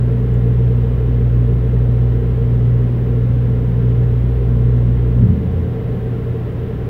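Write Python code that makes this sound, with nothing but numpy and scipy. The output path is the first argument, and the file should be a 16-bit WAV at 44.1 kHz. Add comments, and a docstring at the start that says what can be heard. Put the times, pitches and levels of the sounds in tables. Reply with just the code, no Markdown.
"""An apartment, with a compressor droning through the walls. It and a weaker motor turn just under the
mains rate, so their sines beat with the mains hum and the drone throbs.
The compressor cuts out with a dull shudder: ringing knocks, panel noise and a low rocking tone.
The motor, a fan, thin whines and a weaker mains hum carry on over filtered-noise rumble and air.
One tiny high tick is heard near the start."""
import sys
import numpy as np
from scipy.fft import rfft, irfft, next_fast_len
from scipy.io import wavfile
from scipy.ndimage import map_coordinates

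SR = 44100
rng = np.random.default_rng(int(sys.argv[2]) if len(sys.argv) > 2 else 0)


def master_out(mix):
    """Clip the mix to full scale and print it as 16-bit PCM to the path in sys.argv[1]."""
    frames = np.transpose(np.atleast_2d(mix))
    ceiling = np.clip(frames, -1, 1)
    pcm = np.round(ceiling * 32767).astype(np.int16)
    wavfile.write(sys.argv[1], SR, pcm)


N = 303849

SHAFT_HZ, MOTOR_HZ, MAINS_HZ, FAN_HZ = 59.26, 59.55, 60, 84.7
CUT_OUT_S = 5.205  # the compressor loses power
# moments when two rates are in phase
SHAFT_MAINS_IN_STEP_S, MOTOR_MAINS_IN_STEP_S = 0.636, 0.53
SHAFTS_IN_STEP_S, OVERTONES_IN_STEP_S = 1.47, 0.83


def amp(db):
    """Decibels to gain."""
    return 10 ** (np.asarray(db) / 20)


def unit(x):
    """Scale to rms 1."""
    return x / np.sqrt(np.mean(x ** 2) + 1e-20)


def clock():
    """Time of each sample in seconds."""
    return np.arange(N) / SR


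def wobble(rate_hz):
    """A smooth random curve with rate_hz knots a second."""
    knots = rng.standard_normal(int(N * rate_hz / SR) + 4)
    return map_coordinates(knots, [clock() * rate_hz], mode="nearest")


def filtered(x, response):
    """Multiply the spectrum of x by a response of frequency in Hz."""
    size = next_fast_len(N + SR // 2)
    spectrum = rfft(x, size) * response(np.fft.rfftfreq(size, 1 / SR))
    return irfft(spectrum, size)[:N]


def noise(points):
    """Noise of rms 1 shaped by (Hz, dB) points, joined over log frequency."""
    point_hz, db = np.transpose(points)
    white = rng.standard_normal(N)
    return unit(filtered(white, lambda hz: amp(np.interp(np.log(hz + 1), np.log(point_hz), db))))


def sine(turns):
    """A sine of rms 1 from its phase in turns."""
    return np.sqrt(2) * np.sin(2 * np.pi * turns)


def tone(hz, waver_db, drift_turns, rate_hz):
    """A sine that wavers in level and drifts in phase."""
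    level = amp(waver_db * wobble(rate_hz))
    return level * sine(hz * clock() + rng.random() + drift_turns * wobble(rate_hz))


# Compressor overtones. Each row: multiple of the shaft rate, level in dB.
STROKE_ORDERS = [(3, -38), (4, -34.5)]
# Mains overtones of the powered compressor. Each row: multiple of the mains rate, level in dB.
BUZZ_ORDERS = [(4, -40), (6, -50.5)]


def compressor(shaft_db=-19.5, beat_db=-28.5, coast_s=0.073, slowing_per_s=2.28):
    """Slipping rotor orders beat with the mains; at the stop the second order swells and sinks in pitch."""
    judder_db, judder_s = -13.5, 0.21
    t = clock()
    unpowered = np.maximum(t - CUT_OUT_S, 0)
    running = np.exp(-(unpowered / coast_s) ** 2)
    spun = t - slowing_per_s * unpowered ** 2 / 2  # friction brakes the free rotor
    second = sine(2 * (SHAFT_HZ * (spun - SHAFT_MAINS_IN_STEP_S) + MAINS_HZ * SHAFT_MAINS_IN_STEP_S))
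    shaft = amp(shaft_db) * sine(SHAFT_HZ * (spun - SHAFTS_IN_STEP_S)) + amp(beat_db) * second
    strokes = sum(amp(db + 2.2 * wobble(3)) * sine(order * SHAFT_HZ * (spun - OVERTONES_IN_STEP_S))
                  for order, db in STROKE_ORDERS)
    buzz = sum(amp(db) * sine(order * MAINS_HZ * (t - OVERTONES_IN_STEP_S))
               for order, db in BUZZ_ORDERS)
    judder_swell = np.sin(np.pi * np.minimum(unpowered / judder_s, 1))
    return running * (shaft + strokes + buzz) + amp(judder_db) * judder_swell * second


def mains_hum(on_db=-15, off_db=-23, drop_at_s=5.31, drop_s=0.023):
    """Magnetic hum at twice the mains rate; most of it goes as the compressor stops."""
    t = clock()
    powered = (1 - np.tanh((t - drop_at_s) / drop_s)) / 2
    level = amp(on_db) * powered + amp(off_db) * (1 - powered)
    return level * sine(2 * MAINS_HZ * t)


# Dull rattle of loose panels. Each row: frequency in Hz, relative level in dB per Hz.
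PANEL_SPECTRUM = [(35, -24.5), (60, 0), (100, -1.5), (135, 1.5), (165, -4.5), (195, -0.5), (275, -10),
                  (340, -36), (700, -120)]


def panels(start_s=5.17, rise_s=0.04, hold_s=0.089, level_db=-20, fall_db_per_s=32):
    """The stop shakes loose panels: low noise that rises, holds and dies away."""
    t = clock()
    rise = np.clip((t - start_s) / rise_s, 0, 1)
    dying = np.maximum(t - start_s - rise_s - hold_s, 0)
    return rise * amp(level_db - fall_db_per_s * dying) * noise(PANEL_SPECTRUM)


# Compressor against its mounts. Each row: start in seconds, level in dB, contact time in seconds.
MOUNT_KNOCKS = [(5.204, -11.5, 0.0031), (5.2414, -15.5, 0.0021), (5.2704, -14, .0015),
                (5.298, -15.5, 0.0036), (5.355, -22.5, 0.0027), (5.432, -18, 0.0017)]
# Floor and wall modes. Each row: frequency in Hz, mean level in dB, 60 dB decay time in seconds.
STRUCTURE_MODES = [(69, -10.5, .22), (111.3, -3, 0.22), (136, -5, 0.18), (184.9, -4, 0.4),
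                   (220.4, -5, 0.22), (274, -15, .16)]


def knocks():
    """Soft mount contacts ring decaying modes in floor and wall; longer contact softens the onset."""
    out = np.zeros(N)
    for start_s, db, contact_s in MOUNT_KNOCKS:
        age = np.maximum(clock() - start_s, 0)
        ring = np.zeros(N)
        for hz, mode_db, t60_s in STRUCTURE_MODES:
            decay = amp(mode_db + rng.normal(0, 1.4) - 60 * age / t60_s)
            ring += decay * np.sin(2 * np.pi * hz * age)
        out += amp(db) * ring * (1 - np.exp(-(age / contact_s) ** 2))
    return out


# Compressor on its springs. Each row: middle in seconds, length in seconds, level in dB.
SPRING_LURCHES = [(5.56, 0.4, -21), (5.8, 0.085, -27)]


def rocking(rock_hz=86.5):
    """The compressor lurches on its springs: half-cosine swells of a wavering low tone."""
    sway = sum(amp(db) * np.cos(np.pi * np.clip((clock() - middle_s) / length_s, -.5, .5))
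               for middle_s, length_s, db in SPRING_LURCHES)
    return sway * tone(rock_hz, waver_db=3.5, drift_turns=0.051, rate_hz=18)


def motor(shaft_db=-31.5, beat_db=-34.0, third_db=-37):
    """A second motor runs throughout, beating slowly with the compressor shaft and faster with the hum."""
    t = clock()
    turns = MOTOR_HZ * (t - MOTOR_MAINS_IN_STEP_S) + MAINS_HZ * MOTOR_MAINS_IN_STEP_S
    first = amp(shaft_db) * sine(MOTOR_HZ * (t - SHAFTS_IN_STEP_S))
    second = amp(beat_db) * sine(2 * turns)
    third = amp(third_db) * tone(3 * MOTOR_HZ, waver_db=2.0, drift_turns=0.13, rate_hz=4)
    return first + second + third


# Fan orders. Each row: multiple of the fan rate, level in dB.
FAN_ORDERS = [(1, -32.5), (2, -34.5)]


def fan():
    """Low multiples of the fan rate, wavering slowly."""
    return sum(amp(db) * tone(order * FAN_HZ, waver_db=1.5, drift_turns=0.031, rate_hz=2.5)
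               for order, db in FAN_ORDERS)


# Machinery that keeps running. Each row: frequency in Hz, level in dB.
WHINE_TONES = [(189.7, -44), (252.1, -40.5), (361.4, -44), (399, -45), (581.7, -54), (756.4, -56.5),
               (1008.5, -60), (2090, -68.5), (2955, -75)]


def whine():
    """Thin tones of the running machinery, wavering in level and phase."""
    return sum(amp(db) * tone(hz, waver_db=2.0, drift_turns=.12, rate_hz=4) for hz, db in WHINE_TONES)


# Rumble through the building. Each row: frequency in Hz, relative level in dB per Hz.
RUMBLE_SPECTRUM = [(12, -10.5), (25, -4.5), (40, -6), (56, 2.5), (75, -1.5), (110, 1.5), (150, 1.5),
                   (190, -1), (240, -5.5), (290, -7), (380, -20.5), (900, -120)]


def rumble(level_db=-25.0):
    """Turbulence rumbles in the building: low noise of unsteady level."""
    return amp(level_db) * noise(RUMBLE_SPECTRUM) * amp(0.58 * wobble(8.2))


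# Moving air. Each row: frequency in Hz, relative level in dB per Hz.
AIR_SPECTRUM = [(150, -24.5), (300, -2), (450, 1), (520, -4), (640, -8.5), (850, -13), (1200, -17),
                (1700, -19.5), (2070, -20.5), (2200, -24), (3050, -27), (3750, -32), (4500, -43),
                (7000, -64.5)]
# Duct resonances. Each row: frequency in Hz, width in Hz, lift over the rush in dB.
DUCT_RESONANCES = [(362, 18, 2.5), (399, 29, 5.5), (447, 40, 5), (531, 21, 5.5), (600, 22, 2.5),
                   (672, 13, 2.5), (810, 25, 2.5), (1076, 37, 3), (1353, 32, 3.5), (1570, 28, 1.5),
                   (1910, 35, 3.5), (2076, 22, 4), (3000, 52, 2)]


def air(level_db=-32.0, ripple_db=2.0, ripple_hz=7):
    """Turbulence rushes into the room, lifted at the duct resonances."""
    # many standing waves leave a fine fixed ripple over frequency
    standing = rng.standard_normal(SR // 4)

    def response(f):
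        duct_db = sum(lift_db / (1 + (2 * (f - hz) / width_hz) ** 2)
                      for hz, width_hz, lift_db in DUCT_RESONANCES)
        room_db = ripple_db * np.interp(f / ripple_hz, np.arange(len(standing)), standing)
        return amp(duct_db + room_db)

    return amp(level_db) * unit(filtered(noise(AIR_SPECTRUM), response))


# Strongest duct note. Each row: frequency in Hz, relative level in dB per Hz.
DUCT_NOTE_SPECTRUM = [(250, -90), (380, -25), (425, -8.5), (451, -0.5), (476, -6.5), (520, -30),
                      (900, -120)]


def duct_note(level_db=-36.0, swell_db=1.0, swell_hz=3.07, swell_at_s=.85):
    """A narrow band of noise in the duct, swelling about three times a second."""
    swell = np.cos(2 * np.pi * swell_hz * (clock() - swell_at_s))
    return amp(level_db + swell_db * swell) * noise(DUCT_NOTE_SPECTRUM)


# Tiny tick in the room. Each row: start in seconds, peak level in dB, pitch in Hz.
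TICK_EVENTS = [(0.342, -48, 7200)]


def ticks(t60_s=0.017):
    """A short, high, decaying ring."""
    out = np.zeros(N)
    for start_s, db, hz in TICK_EVENTS:
        age = np.maximum(clock() - start_s, 0)
        out += amp(db - 60 * age / t60_s) * np.sin(2 * np.pi * hz * age)
    return out


def scene():
    """All sources as heard in the room."""
    drone = compressor() + mains_hum()
    shudder = panels() + knocks() + rocking()
    still_running = motor() + fan() + whine()
    airflow = rumble() + air() + duct_note()
    return (drone + shudder + still_running + airflow + ticks())[None]


# Microphone hiss. Each row: frequency in Hz, relative level in dB per Hz.
HISS_SPECTRUM = [(1000, 1), (5000, 3.5), (7000, -2.5), (11000, -2), (14500, 1.5), (15500, 4)]


def record(dry, hiss_db=-59.0, top_hz=15720):
    """The microphone adds faint hiss and keeps nothing above its band limit."""
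    hissy = dry[0] + amp(hiss_db) * noise(HISS_SPECTRUM)
    return filtered(hissy, lambda hz: hz < top_hz)[None]


dry = scene()
out = record(dry)
master_out(out)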